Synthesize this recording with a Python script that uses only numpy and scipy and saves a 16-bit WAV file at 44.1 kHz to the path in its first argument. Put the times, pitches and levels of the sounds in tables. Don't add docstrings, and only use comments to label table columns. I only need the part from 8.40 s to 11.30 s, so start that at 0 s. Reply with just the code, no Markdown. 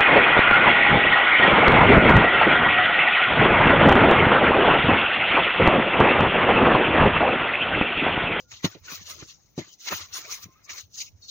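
import sys
import numpy as np
from scipy import signal
from scipy.fft import rfft, irfft, next_fast_len
from scipy.io import wavfile
from scipy.ndimage import uniform_filter1d, map_coordinates

SR = 44100
rng = np.random.default_rng(int(sys.argv[2]) if len(sys.argv) > 2 else 0)


def inscribe(sig):
    pcm = np.round(np.clip(np.atleast_2d(sig).T, -1, 1) * 32767)
    wavfile.write(sys.argv[1], SR, pcm.astype(np.int16))


N = 127890
T = np.arange(N) / SR


def amp(db):
    return 10 ** (np.asarray(db) / 20)


def unit(x):
    return x / np.sqrt(np.mean(x ** 2) + 1e-20)


def curves(rows):
    times, *columns = np.transpose(rows)
    return [np.interp(T, times, column) for column in columns]


def filtered(x, response):
    padded = next_fast_len(x.shape[-1] + 8192)
    spectrum = rfft(x, padded) * response(np.fft.rfftfreq(padded, 1 / SR))
    return irfft(spectrum, padded)[..., :x.shape[-1]]


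def coloured(x, spectrum):
    points_hz, points_db = np.transpose(spectrum)

    def response(hz):
        return amp(np.interp(np.log(hz + 1), np.log(points_hz + 1), points_db, -120, -120))
    return unit(filtered(x, response))


def sides(pan_db):
    return amp(np.array([pan_db / 2, -pan_db / 2]))


def wobble(rate):
    return map_coordinates(rng.standard_normal(N // 20), [T * rate])


def pair(alike):
    a, b = rng.standard_normal((2, N))
    angle = np.arccos(np.clip(alike, -1, 1)) / 2
    shared, opposed = np.cos(angle) * a, np.sin(angle) * b
    return np.array([shared + opposed, shared - opposed])


def patchy(x, depth_db):
    frames = signal.stft(x, nperseg=512)[2]
    field = rng.standard_normal(frames.shape[1:])
    field = uniform_filter1d(field, size=2, axis=0)
    field = uniform_filter1d(field, size=4, axis=1)
    return unit(signal.istft(frames * amp(depth_db * unit(field)), nperseg=512)[1][:, :N])


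def around(centre_hz, octaves, wide, count):
    def response(hz):
        peak = 1 / (1 + (np.log2((hz + 1) / centre_hz) / octaves) ** 4)
        return wide * (hz > 700) * (hz < 7300) + peak
    return unit(filtered(pair(0.47)[:, :count], response))


def add_at(out, start_s, sound):
    out[:, round(start_s * SR):][:, :sound.shape[1]] += sound


def grains(per_s, life_s, bed, clump_db, alike):
    SIZE_DB = 1.5
    draw = rng.random((2, N))
    impulses = (draw[0] < per_s / SR) * amp(-SIZE_DB * np.log(draw[1] + 1e-4))
    bursts = signal.lfilter([1], [1, -np.exp(-1 / (life_s * SR))], impulses)
    return (unit(bursts) + bed) * amp(clump_db * wobble(60)) * pair(alike)


def chips():
    SLOTS_PER_S, CHIP_PER_S = 400, 380
    CHIP_HZ, CHIP_OCTAVES = 2300, 0.5
    CHIP_CYCLES, CHIP_SIZE_DB = 9, 2.5
    t = T[:SR // 25]
    draw = rng.random((int(N / SR * SLOTS_PER_S), 6))
    spread = np.sqrt(12) * (draw[:, 1:2] + draw[:, 2:3] - 1) / np.sqrt(2)
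    hz = np.clip(CHIP_HZ * 2 ** (CHIP_OCTAVES * spread), 300, 6900)
    size = (draw[:, 3:4] < CHIP_PER_S / SLOTS_PER_S) * amp(-CHIP_SIZE_DB * np.log(draw[:, 4:5] + 1e-3))
    envelope = np.exp(-t * hz / CHIP_CYCLES) * (1 - np.exp(-t * hz / 2))
    ring = size * np.sin(2 * np.pi * hz * t) * envelope
    at = (draw[:, :1] * N).astype(int) + np.arange(len(t))
    angle = draw[:, 5:] * np.pi / 2
    left, right = [np.bincount(at.ravel(), (ring * gain(angle)).ravel(), N)[:N] for gain in (np.cos, np.sin)]
    return unit(np.array([left, right]))


def powder():
    # (time [s], fine grain level [dB], then over it crumbs [dB], grit [dB],
    # 8-14 kHz hiss [dB], top hiss [dB]; left minus right of all but the crumbs [dB])
    level_points = [(0.0, -48.5, -19.5, -9.5, -39, -16, 5), (0.07, -76.5, -13, -10, -23, -9, 1),
                    (0.12, -43, -9.5, -13, -34, -22.5, 1.5), (0.17, -51.5, -11, 1, -31, -21, 1),
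                    (0.22, -60, -8, -7.5, -30, -12, 8), (0.25, -31.5, 3.5, 4, -15.5, -12, 0),
                    (0.28, -52.5, 5, -1.5, -22, -5, 4.5), (0.34, -52, -3.5, -4, -39, -19, 5.5),
                    (0.35, -56, 7.5, 3, -36, -18, -3), (0.41, -73, -2, -6, -20, 0, 4.5),
                    (0.45, -52.5, -2.5, -5, -32, -19, 1.5), (0.52, -37.5, -2, -9, -18.5, -12.5, 7),
                    (0.56, -43, -7.5, -4.5, -21, -4.5, 4), (0.6, -50, -3, -3.5, -29, -17, 0),
                    (0.63, -46, -15, -6, -32, -13, 1), (0.65, -49, -11, -5, -30, -16, 4),
                    (0.7, -37, -10, -7, -12.5, -13, -1), (0.77, -53.5, -6.5, -2.5, -26, -10, 5),
                    (0.8, -41.5, -15.5, -6.5, -36, -28, 2), (0.82, -49.5, 2, 1, -30, -18, 0),
                    (0.86, -54.5, -13.5, -13, -24, -19, 2), (0.9, -47, -13, 0.5, -24, -16, 3.5),
                    (0.97, -60.5, -14.5, -15.5, -33, -18.5, 5.5), (1.15, -72, -7.5, -9, -24, -3, 6.0),
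                    (1.19, -45, -0.5, -1, -19, -17.5, 1), (1.25, -57, 1, -1, -37, -15.5, 3.5),
                    (1.34, -52, -22, -11, -31, -12.5, 5.5), (1.38, -68, -18, -7, -25, -16, 3),
                    (1.4, -53.5, -16, -9.5, -26, -12, 1), (1.478, -37.5, -5, 0, -18.5, -14, -2.5),
                    (1.49, -34, -6, 4, -29, -13, 4), (1.5, -41.5, 0.5, -4, -16, -13, 5),
                    (1.53, -35.5, 5.5, 0.5, -20, -4.5, 0.5), (1.57, -35.5, -9, -5, -21, -8, 3.5),
                    (1.62, -42.5, -1.5, 0, -18, -21, 3.5), (1.655, -47.5, -6, -6, -34, -13, -0.5),
                    (1.68, -57, -8.5, -9, -26, -9, 1), (1.715, -51.5, -5, 3, -30, -10, 1.5),
                    (1.74, -38, -11, -7.5, -15, -15, 3), (1.78, -38.5, -5, -5.5, -6, -4, 0),
                    (1.84, -49.5, -4.5, -6.5, -34, -14, 1), (1.93, -34.5, -10, -8, -12.5, -10.5, 2),
                    (2.0, -52, -6, -4, -18.5, -5, 3), (2.04, -43, -9.5, -11.5, -22, -7, 2.5),
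                    (2.075, -73, 8, -2, -10, -2, 2), (2.12, -67.5, -3, -10, -28, -7, 5),
                    (2.22, -75.5, 11, 4, -16, -3, -1), (2.25, -51, -23, -46, -36, -16.5, 9),
                    (2.28, -63, 7.5, 5, -20, -15, -2), (2.3, -41.5, -4.5, -7.5, -26.5, -14, 1),
                    (2.41, -45, -10.5, -9, -18, -11.5, 5.5), (2.45, -60.5, -17, 0, -35, -11, 6.5),
                    (2.49, -78.5, -5, -8, -13, -4, -2.5), (2.54, -47, -27, -12, -35, -22.5, 3),
                    (2.58, -37.5, -22, -11.5, -20, -20, 3), (2.62, -37, -23, -9, -23.5, -12, 1.5),
                    (2.74, -79, -7, -6.5, -18, -7, 1), (2.85, -54, -18, -19, -37, -16, 3.5),
                    (2.87, -61, -17.5, -10.5, -34, -10, 5.5), (2.89, -46, -30, -14, -41, -20, 8),
                    (2.9, -44.5, -24, -7, -36, -21, 8)]
    # (frequency [Hz], density [dB per Hz])
    fine_colour = [(3600, -16.5), (4400, -10.5), (5200, -5), (6400, 0), (6900, -5), (7200, -13),
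                   (8300, -32), (9000, -74)]
    grit_colour = [(2100, -49), (2700, -3), (4300, -1.5), (5200, -21)]
    high_hiss_colour = [(7400, -13), (8400, -10), (9400, -3), (13500, -6), (14500, -27)]
    top_colour = [(13400, -18), (14500, -5.5), (15100, 8), (15900, -8), (16300, -19)]
    crumb_colour = [(200, -15), (350, -4), (700, -8), (950, -2.5), (1190, 2), (1650, -5), (2100, 2),
                    (2600, -2.5), (3200, -46)]
    FINE_PER_S, CRUMB_PER_S = 5000, 3400
    CHIP_DB, CRUMB_PAN_DB = -8, 1

    level_db, crumb_db, grit_db, high_hiss_db, top_db, pan_db = curves(level_points)
    mid_grains = grains(FINE_PER_S, life_s=0.00046, bed=1.1, clump_db=2.5, alike=0.44)
    high_grains = grains(FINE_PER_S, life_s=0.00044, bed=1.4, clump_db=0.5, alike=0.6)
    low_grains = grains(CRUMB_PER_S, life_s=0.0013, bed=4.1, clump_db=1.5, alike=0.22)

    upper = patchy(coloured(mid_grains, fine_colour), depth_db=3.5)
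    upper += amp(grit_db) * patchy(coloured(mid_grains, grit_colour), depth_db=1.5)
    upper += amp(high_hiss_db) * patchy(coloured(high_grains, high_hiss_colour), depth_db=6.5)
    upper += amp(top_db) * patchy(coloured(high_grains, top_colour), depth_db=4.5)
    crumbs = patchy(coloured(low_grains, crumb_colour), depth_db=5.5)
    lower = (crumbs + amp(CHIP_DB) * chips()) * sides(CRUMB_PAN_DB)[:, None]
    return amp(level_db) * (upper * sides(pan_db) + amp(crumb_db) * lower)


def thuds():
    # (time [s], level before THUD_DB [dB], strongest pitch [Hz], left minus right [dB])
    breaks = [(0.2434, -10.5, 220, 0.5), (0.265, -29, 332, -1), (0.2541, -37.5, 324, -34),
              (0.35, -33, 372, -7.5), (0.521, -37.5, 221, 4.5), (0.611, -52, 180, 22),
              (0.821, -33, 324, -5.5), (1.1781, -16, 255, 0), (1.182, -34, 810, -5), (1.209, -33, 290, 6),
              (1.1865, -21, 348, 7), (1.271, -50, 330, 2), (1.5159, -26.5, 503, -15), (1.521, -22, 530, 2),
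              (1.525, -31.5, 188, -6), (1.544, -49, 202, 3.5), (1.783, -48, 376, -15), (2.057, -38, 124, 7),
              (2.082, -46, 330, 1), (2.301, -48.5, 412, 18.5)]
    # (frequency once settled [Hz], level at the strongest pitch [dB], 60 dB decay [s])
    modes = [(90.4, -24, 0.16), (105.3, -5, 0.11), (164.6, 14.5, 0.032), (226, 14.5, 0.022),
             (268.4, -11.5, 0.054), (315.7, 5.5, 0.036), (527, 6.5, 0.019), (610, 4.5, 0.03),
             (863, -21, 0.1)]
    OFF_PITCH_DB = 9.5
    THUD_DB, THUD_RISE_S = 4, 0.0046
    SAG, SAG_S = 0.39, 0.0045
    out, t = np.zeros((2, N + SR)), T[:SR // 4]
    bent = t + SAG * SAG_S * (1 - np.exp(-t / SAG_S))
    rise = (1 - np.exp(-t / THUD_RISE_S)) ** 2
    for start_s, db, pitch_hz, pan_db in breaks:
        ring = np.zeros(len(t))
        for hz, mode_db, t60 in modes:
            decay_db = mode_db - OFF_PITCH_DB * abs(np.log2(hz / pitch_hz)) - 60 * t / t60
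            ring += amp(decay_db) * np.sin(2 * np.pi * hz * bent)
        add_at(out, start_s, -sides(pan_db)[:, None] * amp(db + THUD_DB) * ring * rise)
    return out[:, :N]


def cracks():
    # (time [s], level before CRACK_DB [dB], centre [Hz])
    splits = [(0.115, -24, 2470), (0.138, -22, 3280), (0.242, -17, 2300), (0.247, -16.5, 840),
              (0.481, -18.5, 2240), (0.522, -18, 3960), (0.824, -28, 1380), (1.177, -20, 750),
              (1.205, -27.5, 3020), (1.483, -10.5, 2030), (1.523, -9.5, 1230), (2.037, -28, 2570),
              (2.293, -16.5, 2150), (2.301, -17.5, 2070), (2.38, -19.5, 4400)]
    CRACK_OCTAVES, CRACK_WIDE = 0.39, 0.14
    CRACK_RISE_S, CRACK_T60_S = 0.0008, 0.066
    CRACK_DB, CRACK_PAN_DB = -18, 1.5
    out, t = np.zeros((2, N + SR)), T[:SR // 10]
    rise = 1 - np.exp(-t / CRACK_RISE_S)
    for start_s, db, centre_hz in splits:
        burst = around(centre_hz, CRACK_OCTAVES, CRACK_WIDE, count=len(t))
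        decay = amp(db + CRACK_DB - 60 * t / CRACK_T60_S)
        add_at(out, start_s, sides(CRACK_PAN_DB)[:, None] * decay * burst * rise)
    return out[:, :N]


def scrapes():
    # (time [s], length [s], centre [Hz], level before the swell [dB], half width [octaves])
    slides = [(0.359, 0.026, 490, -53, 0.28), (0.476, 0.022, 1420, -44, 0.088),
              (0.5, 0.043, 1200, -46, 0.2), (0.682, .1, 610, -62, .25), (0.744, 0.12, 356, -57, 0.46),
              (0.976, 0.027, 830, -65, .25), (1.201, 0.019, 1926, -51, .05),
              (1.216, 0.022, 2090, -48.5, 0.038), (1.28, 0.061, 3080, -59, 0.082),
              (1.585, 0.086, 1120, -59.5, 0.15), (1.736, 0.05, 1340, -44, 0.31),
              (1.845, 0.038, 624, -56, 0.24), (1.848, 0.033, 2360, -52, 0.13),
              (1.922, 0.028, 2350, -41, 0.2), (1.974, 0.024, 1080, -56.5, .25),
              (2.369, 0.032, 1930, -48.5, 0.34), (2.599, 0.036, 2300, -44.5, 0.15),
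              (2.665, 0.029, 2540, -55, .2), (2.819, 0.057, 4390, -51, 0.032),
              (2.825, 0.033, 3850, -56, 0.068), (2.884, 0.032, 4120, -38.5, 0.22)]
    out, t = np.zeros((2, N + SR)), T[:SR // 5]
    for start_s, length_s, centre_hz, db, octaves in slides:
        swell = np.sin(np.pi * np.clip(t / length_s, 0, 1)) ** 0.4
        add_at(out, start_s, amp(db) * around(centre_hz, octaves, 0, count=len(t)) * swell)
    return out[:, :N]


def rumble():
    # (time of the middle [s], level before panning [dB], frequency [Hz],
    # length between the -20 dB points [s])
    handling = [(0.141, -45.5, 95, 0.027), (0.373, -51, 115, 0.058), (0.423, -48.5, 85, 0.063),
                (0.603, -48, 95, 0.089), (0.65, -52, 85, 0.089), (0.744, -52.5, 85, 0.15),
                (0.832, -38, 100, 0.022), (1.542, -41.5, 88, 0.075), (1.627, -45, 88, 0.068),
                (1.73, -52, 85, 0.041), (2.059, -43, 95, 0.051), (2.333, -50, 85, 0.029),
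                (2.448, -47.5, 90, 0.052), (2.701, -56, 95, 0.12), (2.752, -43, 90, 0.047),
                (2.804, -54, 95, 0.071)]
    # (frequency [Hz], density [dB per Hz])
    low_colour = [(15, -63), (25, -7), (55, 1), (85, -7), (103, -1), (124, -4), (220, -20), (290, -28.5),
                  (480, -120)]
    BUMP_PAN_DB = 6
    RUMBLE_DB, RUMBLE_SWING_DB = -64, 3
    bumps = np.zeros((2, N))
    for middle_s, db, hz, length_s in handling:
        cycles = hz * T + rng.random() + rng.normal(0, 0.12, (2, 1))
        bell = np.exp(-(3.04 * (T - middle_s) / length_s) ** 2)
        gains = sides(rng.normal(0, BUMP_PAN_DB))[:, None]
        bumps += amp(db) * np.sin(2 * np.pi * cycles) * bell * gains
    wash = coloured(pair(0.65), low_colour)
    return bumps + amp(RUMBLE_DB + RUMBLE_SWING_DB * wobble(6.4)) * wash


def whistles():
    # (time [s], length [s], frequency [Hz], middle level [dB])
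    tones = [(.045, .06, 1420, -66), (2.06, .095, 1055, -61), (0, .055, 510, -67), (2.154, .018, 1230, -57),
             (2.165, .033, 1275, -63)]
    out = np.zeros(N)
    for start_s, length_s, hz, db in tones:
        level = amp(db + 1.5 * wobble(50))
        tone = np.sin(2 * np.pi * hz * T + 0.35 * wobble(50))
        out += level * tone * np.sin(np.pi * np.clip((T - start_s) / length_s, 0, 1)) ** 0.5
    return out


def room():
    # (frequency [Hz], density [dB per Hz])
    room_colour = [(88, -58), (150, -3), (735, -15.5), (1460, -25), (2160, -28), (4550, -33), (6110, -12),
                   (8370, -63), (13900, -31), (15100, -35), (16300, -35)]
    return amp(-69.5) * coloured(pair(0.21), room_colour)


def scene():
    return powder() + thuds() + cracks() + scrapes() + rumble() + whistles() + room()


def record(dry):
    # (frequency [Hz], lead [radians])
    left_leads = [(0, 0), (2150, 1.1), (2670, 1.4), (4740, 4.4), (6370, 6.2), (9000, 6.3), (16000, 6.6)]
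    MIC_LOW_HZ, TOP_HZ = 55.6, 15960

    def response(hz):
        lead = np.interp(hz, *np.transpose(left_leads))
        phase = np.exp(0.5j * lead * np.array([[1], [-1]]))
        bass_cut = hz ** 2 / (hz ** 2 + MIC_LOW_HZ ** 2)
        return phase * bass_cut * (hz < TOP_HZ)
    return filtered(dry, response)


dry = scene()
out = record(dry)
inscribe(out)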